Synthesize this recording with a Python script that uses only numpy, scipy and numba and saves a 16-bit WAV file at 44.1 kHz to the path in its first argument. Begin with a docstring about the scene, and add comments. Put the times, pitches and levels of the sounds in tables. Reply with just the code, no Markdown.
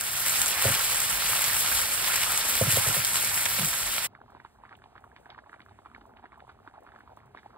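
"""A yard, then indoors after a hard cut: a steel pan over a wood fire, and close over a pot of thick foamy broth.
Yard: peppers sizzle in hot oil (flickering noise), steam bubbles blip (short sines), fat spits (sines and noise
bursts), the pan knocks on an iron trivet (ringing modes, late thuds) and flames flutter low (noise).
Kitchen: broth bubbles seethe and pop (rising sines, noise bursts), droplets tick, stove and room murmur (noise).
A phone with two microphone ports hears both: alike in the bass, the right port later in the treble."""
import sys
import numpy as np
from scipy import signal
from scipy.fft import rfft, irfft, next_fast_len
from scipy.io import wavfile
from scipy.ndimage import uniform_filter1d
from numba import njit

SR = 44100
rng = np.random.default_rng(int(sys.argv[2]) if len(sys.argv) > 2 else 0)


def bounce(signal):
    """Save signal as a 16-bit WAV file at the path given by the first command-line argument."""
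    frames = np.transpose(np.atleast_2d(signal))
    limited = np.clip(frames, -1, 1)
    pcm = np.round(limited * 32767).astype(np.int16)
    wavfile.write(sys.argv[1], SR, pcm)


N = 333837
T = np.arange(N) / SR
SIZE = next_fast_len(N + 4096)  # FFT length, with room for filter tails
HZ = np.maximum(np.fft.rfftfreq(SIZE, 1 / SR), 1.)
CUT_S, CUT_FADE_S = 4.068, 0.0078  # from yard to kitchen


def undb(db):
    """Decibels to gain."""
    return 10 ** (np.asarray(db) / 20)


def unit(x):
    """Scaled to rms 1."""
    return x / np.sqrt(np.mean(x ** 2))


def curve(table):
    """A (time_s, value) table at every sample."""
    return np.interp(T, *np.transpose(table))


def along(points):
    """(pitch_hz, value) points at every frequency bin, straight lines over log frequency."""
    points = np.array(points)
    return np.interp(np.log(HZ), np.log(points[:, 0]), points[:, 1])


def shaped(x, gain):
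    """Filter by a gain for every frequency bin."""
    return irfft(rfft(x, SIZE) * gain, SIZE)[..., :N]


def walk(rate):
    """Random levels held 1 / rate s and smoothed twice; rms 1."""
    hold = int(SR / rate)
    steps = np.repeat(rng.standard_normal(N // hold + 1), hold)
    smooth = uniform_filter1d(uniform_filter1d(steps, hold), hold)
    return unit(smooth[:N])


def bands(excite, colour, flicker_db, rate):
    """Overlapping octave bands of a coloured sound, each flickering on its own; rms 1."""
    out = 0
    spectrum = rfft(excite, SIZE) * undb(along(colour))
    for centre_hz in 2. ** np.arange(5, 15):
        octaves_away = np.clip(np.log2(HZ / centre_hz), -1, 1)
        share = np.cos(np.pi / 2 * octaves_away) ** 2
        band = irfft(spectrum * share, SIZE)[:N]
        out = out + band * undb(flicker_db * walk(rate))
    return unit(out)


@njit
def grains(n, start, hz, cycles, size, glide, rise):
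    """Short sines that swell, glide in pitch and die; start marks the crest, cycles sets the decay."""
    y = np.zeros(n)
    soft = rise ** 2 / 2  # rounds the crest
    for k in range(len(start)):
        tau = cycles[k] * SR / hz[k]  # decay in samples
        phase = 0.
        for i in range(int(-3 * rise * tau), int(6 * tau)):
            j = int(start[k]) + i
            phase += 2 * np.pi * hz[k] / SR * (1 + glide * i / tau)
            if 0 <= j < n:
                if i < 0:
                    envelope = np.exp(-(i / (rise * tau)) ** 2)
                else:
                    envelope = np.exp(soft - np.sqrt(soft ** 2 + (i / tau) ** 2))
                y[j] += size[k] * np.sin(phase) * envelope
    return y


def bursts(s, db, t60_s, low_hz, high_hz, order=4, rise_s=0.00018):
    """Noise between two soft band edges that swells up to each moment and dies away."""
    starts = np.zeros(N)
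    np.add.at(starts, (s * SR).astype(int), undb(db))
    t = np.arange(-1024, 2048) / SR
    swell = np.exp(np.minimum(t, 0) / rise_s)
    decay = undb(-60 * np.maximum(t, 0) / t60_s)
    envelope = signal.oaconvolve(starts, np.where(t < 0, swell, decay))[1024:N + 1024]
    edges = 1 / np.sqrt((1 + (low_hz / HZ) ** 4) * (1 + (HZ / high_hz) ** order))
    return shaped(envelope * rng.standard_normal(N), edges / np.sqrt(np.mean(edges ** 2)))


def crackle(rate, scatter_db, t60_s):
    """Tiny noise bursts at random moments, rate per second, most small and a few large."""
    chance = rng.random((N, 2)).T
    struck = chance[0] < rate / SR
    sizes = struck * undb(-scatter_db * np.log(chance[1] + .002))
    fade = undb(-60 * np.arange(256) / SR / t60_s)
    return unit(signal.fftconvolve(sizes, fade)[:N] * rng.standard_normal(N))


def echoes(x, t60_s):
    """A dense short tail of reflections, its impulse response scaled to energy 1."""
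    t = np.arange(2048) / SR
    tail = rng.standard_normal(len(t)) * undb(-60 * t / t60_s)
    return signal.fftconvolve(x, tail / np.sqrt(np.sum(tail ** 2)))[:N]


def scatter(x, gain=0.5):
    """Four short all-pass echoes scramble the phases and keep the colour."""
    delays = rng.integers(8, 45, (4, 1))  # samples
    late = np.exp(-2j * np.pi * HZ * delays / SR)
    return shaped(x, np.prod((late - gain) / (1 - gain * late), axis=0))


# Colour of stove and room noise: pitch_hz, level_db (per Hz)
KITCHEN_COLOUR = [(25, -36), (45, 0), (70, 2), (125, 1.5), (165, -8.5), (235, 0), (300, -13.5), (400, -4.5),
                  (520, -20), (700, -7), (1000, -13), (2000, -20), (3500, -27.5), (5500, -34),
                  (9000, -35.5), (14000, -38), (15700, -47)]


def kitchen():
    """Low hum of the stove and faint hiss of the room, both as flickering noise."""
    return bands(rng.standard_normal(N), KITCHEN_COLOUR, flicker_db=2.7, rate=16.) * undb(-60.5)


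# Loudness of the fire: start_s, level_db
FLAME_LEVEL = [(0.0, -48), (3.87, -47.5), (4.06, -54.5)]
# Colour of the fire: pitch_hz, level_db (per Hz)
FLAME_TONE = [(25, -26), (40, 2.5), (60, -3.5), (110, -1.5), (200, -8.5), (350, -15), (600, -27.5)]


def flames():
    """The wood fire flutters low: noise in bands whose levels wander."""
    flutter = bands(rng.standard_normal(N), FLAME_TONE, flicker_db=2.5, rate=11.0)
    return flutter * undb(curve(FLAME_LEVEL))


# Pan against trivet: start_s, level_db, thud_pitch_hz (at the crest), ring_db (against the thud),
# tilt_db (per octave away from 400 Hz, on the ringing modes)
PAN_KNOCKS = [(0.652, -20, 114.5, -3.5, 0.5), (0.681, -30, 99, -1, 0), (0.696, -31.5, 119, -9, 0),
              (2.611, -19, 114, -2, 4), (2.668, -22, 134, -11, -15.5), (2.727, -27, 108, -20.5, -4),
              (2.77, -27, 117, 3, -8), (2.865, -28, 119.3, -6.5, -10), (2.887, -31.5, 125, -1.5, -13),
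              (2.964, -34.5, 150, -3, 3), (2.98, -37, 120, -16, 0), (3.583, -34, 201, -5, -9),
              (3.597, -30, 136.6, -18, -3), (3.62, -31, 164.4, -15.5, -5), (3.639, -34, 169.4, -17.5, 0),
              (3.662, -38.5, 130, -14.5, 0)]
# Ringing modes of the steel pan: pitch_hz, level_db, t60_s
PAN_RINGS = [(215, -10, .05), (406, -3, .05), (540.4, 3, 0.0555), (699, -3.5, 0.039)]
THUD_T60_S, THUD_LATE_S = 0.083, .0135


def knocks():
    """The pan rings and rattles; trivet and ground answer with a later thud that sags in pitch and rumbles on."""
    s, db, thud_hz, ring_db, tilt_db = np.transpose(PAN_KNOCKS)
    fall = np.log(1000)  # decay constants in one t60
    thud_s = s + THUD_LATE_S
    out = grains(N, thud_s * SR, thud_hz, THUD_T60_S * thud_hz / fall, undb(db), -0.08, 0.55)
    rumble = bursts(thud_s, db - 16.5, t60_s=.3, low_hz=90., high_hz=280., rise_s=.004)
    rattle = bursts(s, db + ring_db - 12.5, t60_s=0.11, low_hz=170., high_hz=900.0)
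    out += rumble + rattle
    for mode_hz, mode_db, t60_s in PAN_RINGS:
        chance = rng.standard_normal((len(s), 2)).T
        # every knock detunes and weights the modes a little differently
        ring_hz = mode_hz * (1 + 0.03 * chance[0])
        level_db = db + ring_db + mode_db + tilt_db * abs(np.log2(mode_hz / 400)) + 1.2 * chance[1]
        out += grains(N, (s + 0.0023) * SR, ring_hz, t60_s * ring_hz / fall, undb(level_db), 0., 0.205)
    return out


# Clearer droplets ticking in the treble: start_s, level_db
DROPLETS = [(4.3049, -59), (4.7679, -57), (5.0058, -61.5), (5.0427, -62), (5.5167, -63), (5.597, -63),
            (6.0639, -60), (6.3792, -62), (6.474, -63), (6.8068, -62.5), (6.9918, -63), (7.1659, -54),
            (7.2582, -61)]


def splashes(count=5):
    """Each droplet ticks in a puff of hiss; count faint ones fall at random."""
    chance = rng.random((count, 2)).T
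    faint = [CUT_S + (T[-1] - CUT_S) * chance[0], -62.5 + 6. * (chance[1] - .5)]
    s, db = np.hstack([np.transpose(DROPLETS), faint])
    tick = bursts(s, db, t60_s=0.0047, low_hz=7000., high_hz=15000.)
    puff = bursts(s, db - 15.0, t60_s=.12, low_hz=6000., high_hz=15120.0)
    return tick + puff


# Small bubbles in flurries and lulls: start_s, level_db (before the random sway)
SEETHE_LEVEL = [(4.08, -61), (4.45, -63.5), (4.55, -72), (4.7, -54), (4.9, -64.5), (5.0, -61),
                (5.12, -61.5), (5.4, -59.5), (6.0, -65), (6.08, -58), (6.3, -62), (6.58, -64.5),
                (6.8, -59.5), (7.15, -60.5), (7.27, -62), (7.4, -62.5), (7.57, -64)]


def seethe(count=600):
    """Many small bubbles as short rising sines, scattered in time, pitch and size."""
    chance = rng.random((count, 4)).T
    s = CUT_S + (T[-1] - CUT_S) * chance[0]
    hz = 450 * 2 ** (1.87 * chance[1])
    cycles = 0.594 + 0.923 * chance[3]
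    # a few large among many small, weaker away from 800 Hz
    size = undb(-2.6 * np.log(chance[2] + 0.035) - 2.8 * abs(np.log2(hz / 800)))
    small = grains(N, s * SR, hz, cycles, size, 0.042, 0.88)
    return small / np.std(small[T > CUT_S]) * undb(curve(SEETHE_LEVEL) + 3.5 * walk(22.0))


# Broth bubbles bursting: start_s, level_db, pitch_hz (at the crest),
# spray_db (reference level that each part of the spray is set from)
BUBBLE_POPS = [(4.1514, -36, 1750, -54), (4.2162, -45.5, 1287, -61), (4.302, -45, 1390, -67),
               (4.3215, -46, 980, -68), (4.3502, -36, 920, -61), (4.3686, -40, 920, -67),
               (4.3776, -49, 980, -65), (4.4013, -36.5, 1650, -58), (4.4499, -32.5, 1105, -53),
               (4.461, -44, 1310, -71), (4.6021, -48, 780, -75), (4.6375, -39.5, 1040, -66),
               (4.653, -38.5, 1460, -65), (4.6647, -48, 1040, -73), (4.6936, -43, 1850, -48),
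               (4.7113, -44, 1390, -63), (4.7178, -41, 1169, -66), (4.728, -37.5, 1850, -60),
               (4.742, -47, 730, -68), (4.753, -44, 2620, -54), (4.8203, -43, 1470, -62),
               (4.8408, -42, 980, -48), (4.86, -45, 870, -71), (4.9553, -40.5, 1170, -59),
               (4.9635, -41, 1470, -59), (4.98, -37.5, 1530, -55), (5.0416, -37, 1230, -72),
               (5.077, -46, 870, -78), (5.0985, -53, 818, -80), (5.1641, -36, 1850, -44),
               (5.1733, -47, 1850, -57), (5.2584, -40, 1560, -59), (5.2658, -41.5, 866, -74),
               (5.2928, -45, 981, -72), (5.303, -39, 3340, -37.5), (5.3082, -46, 2200, -57),
               (5.3195, -47, 780, -59), (5.3294, -45, 920, -66), (5.348, -40, 1560, -58),
               (5.3802, -37.5, 990, -56), (5.3893, -36, 1550, -57), (5.4622, -45, 1040, -73),
               (5.4694, -48, 980, -67), (5.4961, -38.5, 1560, -53), (5.519, -49, 1390, -65),
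               (5.531, -34.5, 1373, -62), (5.5415, -36, 1730, -59), (5.5612, -50, 1850, -71),
               (5.5953, -43, 1470, -69), (5.6046, -39, 1960, -54), (5.6178, -50, 3110, -47),
               (5.6629, -43, 1470, -69), (5.6867, -45, 1171, -69), (5.6941, -48, 1470, -57),
               (5.7123, -45, 730, -64), (5.7203, -47, 870, -73), (5.7896, -39, 980, -66),
               (5.8527, -43, 1040, -65), (5.8602, -36.5, 1216, -60), (5.8695, -46, 1036, -68),
               (5.9006, -49, 1470, -62), (5.9159, -44, 1229, -64), (5.9487, -34.5, 1960, -48),
               (5.963, -41, 1390, -65), (5.9805, -44, 780, -69), (6.0109, -52, 2940, -56),
               (6.0154, -42, 1300, -62), (6.055, -50, 980, -73), (6.1378, -50, 1560, -71),
               (6.167, -45, 820, -62), (6.171, -40, 2200, -59), (6.1877, -46, 1390, -69),
               (6.1963, -46, 820, -73), (6.2284, -46, 870, -75), (6.2416, -36.5, 780, -68),
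               (6.2573, -36.5, 1530, -58), (6.3214, -41, 1850, -63), (6.33, -40, 1040, -69),
               (6.3434, -44, 1470, -72), (6.3584, -46, 1310, -67), (6.3962, -41.5, 1100, -63),
               (6.4046, -41, 1540, -52), (6.4427, -54, 920, -74), (6.4798, -44, 870, -76),
               (6.4927, -40, 1170, -61), (6.4962, -41, 1470, -53), (6.5023, -43, 1390, -61),
               (6.5165, -49, 1100, -62), (6.6669, -44, 920, -75), (6.6766, -34, 1370, -57),
               (6.74, -44, 980, -72), (6.747, -46, 980, -71), (6.7569, -43, 1230, -66),
               (6.776, -43, 870, -65), (6.8255, -50, 980, -79), (6.85, -47, 920, -80),
               (6.867, -41.5, 1310, -63), (6.8747, -41, 1310, -64), (6.8906, -40.5, 1470, -65),
               (6.9201, -45, 1660, -60), (6.9388, -45, 820, -76), (6.95, -47, 1560, -69),
               (6.9614, -37.5, 1440, -63), (6.9887, -43, 1390, -69), (7.0071, -40, 1472, -58),
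               (7.0363, -47.5, 730, -76), (7.077, -41, 1160, -70), (7.1196, -43.5, 820, -71),
               (7.173, -37, 1043, -62), (7.19, -51, 1560, -61), (7.2039, -50, 1850, -67),
               (7.3492, -33, 1020, -55.5), (7.3636, -51, 2200, -58), (7.3739, -35.5, 1650, -49),
               (7.3805, -44.5, 1850, -53), (7.3885, -43, 2080, -56), (7.3937, -45, 1750, -57),
               (7.4322, -45, 1560, -68), (7.4469, -49, 780, -73), (7.4613, -36, 820, -61),
               (7.506, -44.5, 1170, -73), (7.5626, -44, 1100, -64)]
BLIP_CYCLES, PLOP_DB = 0.81, -17.5  # mean decay; mean plop level against the blip


def pops():
    """A burst is a short rising blip, a second blip, a low plop, a snap in ragged spray and settling foam."""
    s, db, hz, spray_db = np.transpose(BUBBLE_POPS)
    chance = rng.random((len(s), 6)).T
    one = np.ones(len(s))
    cycles = BLIP_CYCLES * (0.8 + 0.4 * chance[3])
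    blip = grains(N, s * SR, hz, cycles, undb(db), 0.026, 1.084)
    # a neighbouring bubble follows within 5 ms
    near_s, near_hz = s + 0.00494 * chance[0], hz * (0.54 + 0.62 * chance[1])
    near = grains(N, near_s * SR, near_hz, 0.9 * cycles, undb(db - 5.5), 0.045, 1.085)
    # the broth slumps into the cavity
    plop_hz, plop_db = 270 + 230 * chance[2], db + PLOP_DB + 13.0 * (chance[4] - .5)
    plop = grains(N, (s + 0.0016) * SR, plop_hz, 0.71 * one, undb(plop_db), 0.058, 0.91)
    snap_hz = 2300 * 2 ** (0.76 * chance[5])
    snap = grains(N, s * SR, snap_hz, 0.92 * one, undb(spray_db), .03, 0.46)
    spray = bursts(s, spray_db - 5.0, t60_s=0.008, low_hz=1600., high_hz=3300.0, order=5, rise_s=0.00082)
    settle = bursts(s, db - 20.0, t60_s=0.073, low_hz=601.0, high_hz=1616.0, order=5, rise_s=0.0047)
    settle += bursts(s, spray_db - 22.0, t60_s=0.19, low_hz=1620.0, high_hz=2830.0, rise_s=.006)
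    # the wet foam swallows the top
    foam = 1 / np.sqrt(1 + (HZ / 5100) ** 16)
    return blip + near + plop + snap + shaped(spray + settle, foam)


# Loudness of the frying: start_s, level_db (before the low part is lowered)
SIZZLE_LEVEL = [(0.0, -29.5), (0.34, -24.5), (0.55, -25.5), (0.65, -23), (0.75, -24), (1.2, -24.5),
                (1.8, -23.5), (1.9, -25.5), (2.1, -24.5), (2.45, -25.5), (2.69, -22.5), (3.0, -24.5),
                (3.45, -26), (4.06, -28)]
# Colour of the sizzle at one port: pitch_hz, level_db (per Hz, before the low part is lowered)
SIZZLE_TONE = [(250, -15), (350, -15), (550, -6), (800, -4.5), (1300, -1.5), (2200, 0), (3500, -2),
               (5500, -4.5), (7000, -4), (8800, 1.5), (11000, -0.5), (14000, -4.5), (15800, -5)]
WET_DB, WET_SWAY_DB = -2, 1.06  # mean gain of the lower part, and its sway


def sizzle():
    """Steam bubbles burst in the oil by the thousand, over a hiss that comes in quick puffs."""
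    spray = crackle(rate=1100., scatter_db=2.0, t60_s=0.003) * undb(-3.0) + rng.standard_normal(N)
    puffs = spray * undb(0.83 * walk(70.))
    full = bands(puffs, SIZZLE_TONE, flicker_db=1.5, rate=35.)
    low = shaped(full, 1 / (1 + (HZ / 4200) ** 4))
    # the lower part sits about 2 dB down and sways slowly
    low_gain = undb(WET_DB + WET_SWAY_DB * walk(4.))
    return (full + (low_gain - 1) * low) * undb(curve(SIZZLE_LEVEL))


def blisters(count=2400):
    """Larger steam bubbles pop out of the oil with a rising blip of a few cycles."""
    chance = rng.random((count, 4)).T
    s, hz = chance[0] * CUT_S, 1050 * 2 ** (2.3 * chance[1])
    cycles = .5 + 1.6 * chance[3]
    size = undb(-3.2 * np.log(chance[2] + 0.019))
    blips = grains(N, s * SR, hz, cycles, size, 0.039, 0.3975)
    return blips / np.std(blips[T < CUT_S]) * undb(curve(SIZZLE_LEVEL) - 13)


# Loud spits of fat: start_s, crack_db, body_db (reference levels that each part is set from;
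# the body is the part below 5 kHz)
FAT_SPITS = [(0.01, -8, -24), (0.047, -19, -32), (0.168, -11.5, -26), (0.1732, -16, -27.5),
             (0.2547, -18.5, -22), (0.2617, -14, -24.5), (0.2827, -7.5, -26), (0.2956, -6.5, -36.5),
             (0.4166, -3, -15), (0.4604, -6.5, -25.5), (0.4677, -10.5, -29.5), (0.4812, -5.5, -32),
             (0.618, -8, -26.5), (0.642, -12.5, -30), (0.6556, -8, -23), (0.741, -23, -19.5),
             (0.7931, -14.5, -22), (0.81, -18, -18.5), (0.9002, -11.5, -28.5), (0.946, -8, -26),
             (1.0026, -5, -22.5), (1.264, -18.5, -18.5), (1.419, -5.5, -23), (1.442, -5, -22),
             (1.5672, -9.5, -16), (1.661, -12, -18), (1.6755, -9.5, -25), (1.7485, -12.5, -21),
             (1.773, -15, -18.5), (2.0427, -12.5, -32), (2.1419, -16.5, -14.5), (2.1583, -8, -17),
             (2.22, -15.5, -21), (2.234, -9, -14), (2.344, -19, -19.5), (2.3759, -6, -22.5),
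             (2.4109, -19, -13), (2.4161, -23.5, -26), (2.527, -20, -23.5), (2.553, -8, -26),
             (2.745, -7, -23.5), (2.7651, -9, -24), (2.9417, -14.5, -19), (2.9966, -13, -25),
             (3.0485, -3.5, -17), (3.1432, -12.5, -22), (3.157, -12.5, -12.5), (3.1689, -16, -19),
             (3.207, -22.5, -33), (3.226, -6.5, -29.5), (3.247, -8.5, -17.5), (3.344, -10.5, -26.5),
             (3.3767, -14.5, -15.5), (3.4557, -7.5, -13.5), (3.46, -21.5, -11), (3.486, -21, -40),
             (3.5653, -26, -13.5), (3.5888, -23, -18), (3.5956, -9.5, -19), (3.6394, -16, -26),
             (3.647, -6, -22), (3.7314, -15, -23), (3.7376, -24, -21.5), (3.8119, -21.5, -37),
             (3.8769, -29, -20), (3.9811, -22, -13.5)]
SMALL_SPIT_DB, SMALL_BODY_DB = -17.5, -27  # mean reference levels of the random spits


def spits(count=30):
    """Each spit is a sharp ringing crack, a lower click and a wisp of steam; count small ones come at random."""
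    chance = rng.random((count, 3)).T
    small_db = SMALL_SPIT_DB + 6. * (chance[1] - .5)
    small_body_db = SMALL_BODY_DB + 8. * (chance[2] - .5)
    small = [CUT_S * chance[0], small_db, small_body_db]
    s, db, body_db = np.hstack([np.transpose(FAT_SPITS), small])
    one = np.ones(len(s))
    pitch = rng.random((len(s), 2)).T
    snap = grains(N, s * SR, 7500 + 1500 * pitch[0], 2.2 * one, undb(db - 4.5), 0., .35)
    crack = bursts(s, db - 10.5, t60_s=0.006, low_hz=5570.0, high_hz=14200.0)
    click = grains(N, s * SR, 1900 * 2 ** (.8 * pitch[1]), .6 * one, undb(body_db + 0.5), 0., .6)
    body = bursts(s, body_db - 8.5, t60_s=0.014, low_hz=1218.0, high_hz=4200., rise_s=.0005)
    steam = bursts(s, db - 27.0, t60_s=0.12, low_hz=4847.0, high_hz=13700.0)
    return snap + crack + click + body + steam


def ports(common, other, low, lead_s, treble, treble_hz, lag_s, step_hz, right_db):
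    """The right port gets the bass a little early, the treble late; a second sound fills what is not shared."""
    up = 1 / (1 + (treble_hz / HZ) ** 10)  # 0 in the bass, 1 in the treble
    early = np.exp(2j * np.pi * HZ * lead_s)
    late = np.exp(-2j * np.pi * (HZ - step_hz) * lag_s)
    bass_like = np.clip(along(low), 0, 1)
    like = (1 - up) * bass_like * early + up * min(treble, .97) * late
    rest = np.sqrt(np.clip(1 - abs(like) ** 2, 0, 1))
    tilt = undb(along(right_db) / 2)
    left = shaped(common, 1 / tilt)
    right = shaped(common, like * tilt) + shaped(other, rest * tilt)
    return np.array([left, right])


# The two microphone ports in each place: bass likeness as (pitch_hz, likeness held to 0-1), bass_lead_s,
# treble likeness (held to .97), treble_from_hz, treble_lag_s, in_step_hz, right minus left as (pitch_hz, level_db)
YARD_MICS = ([(60, 1.4), (150, .95), (500, 0.73), (1500, 0.64), (3000, 0.52)],
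             .00005, 1, 5250, 0.00028, 7926, [(600, 1), (1500, 3), (5000, 0)])
POT_MICS = ([(100, 0.89), (450, 0.56), (1100, 1), (2000, 0.99)],
            0.00012, 1, 3440, 0.00016, 8670, [(400, 0.5), (1800, 3.5), (6000, 0)])


def scene():
    """The yard until the cut, then close over the pot."""
    hits = spits() + blisters() + knocks()
    # each port hears its own draw of the sizzle and fire
    yard = ports(sizzle() + flames() + hits, sizzle() + flames() + scatter(hits), *YARD_MICS)
    broth = pops() + seethe() + splashes()
    broth = broth + undb(-21.0) * echoes(broth, t60_s=0.21)  # the pot walls
    pot = ports(broth + kitchen(), scatter(broth) + kitchen(), *POT_MICS)
    before = 1 / (1 + np.exp(np.clip((T - CUT_S) / (CUT_FADE_S / 4), -50, 50)))
    return yard * before + pot * (1 - before)


def record(dry):
    """The phone cuts the deepest bass gently and the top steeply."""
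    bottom = signal.butter(4, 35.9, "high", fs=SR, output="sos")  # Hz
    top = signal.ellip(12, .3, 70, 15700, fs=SR, output="sos")  # ripple dB, stop dB, Hz
    return signal.sosfilt(top, signal.sosfilt(bottom, dry))


dry = scene()
out = record(dry)
bounce(out)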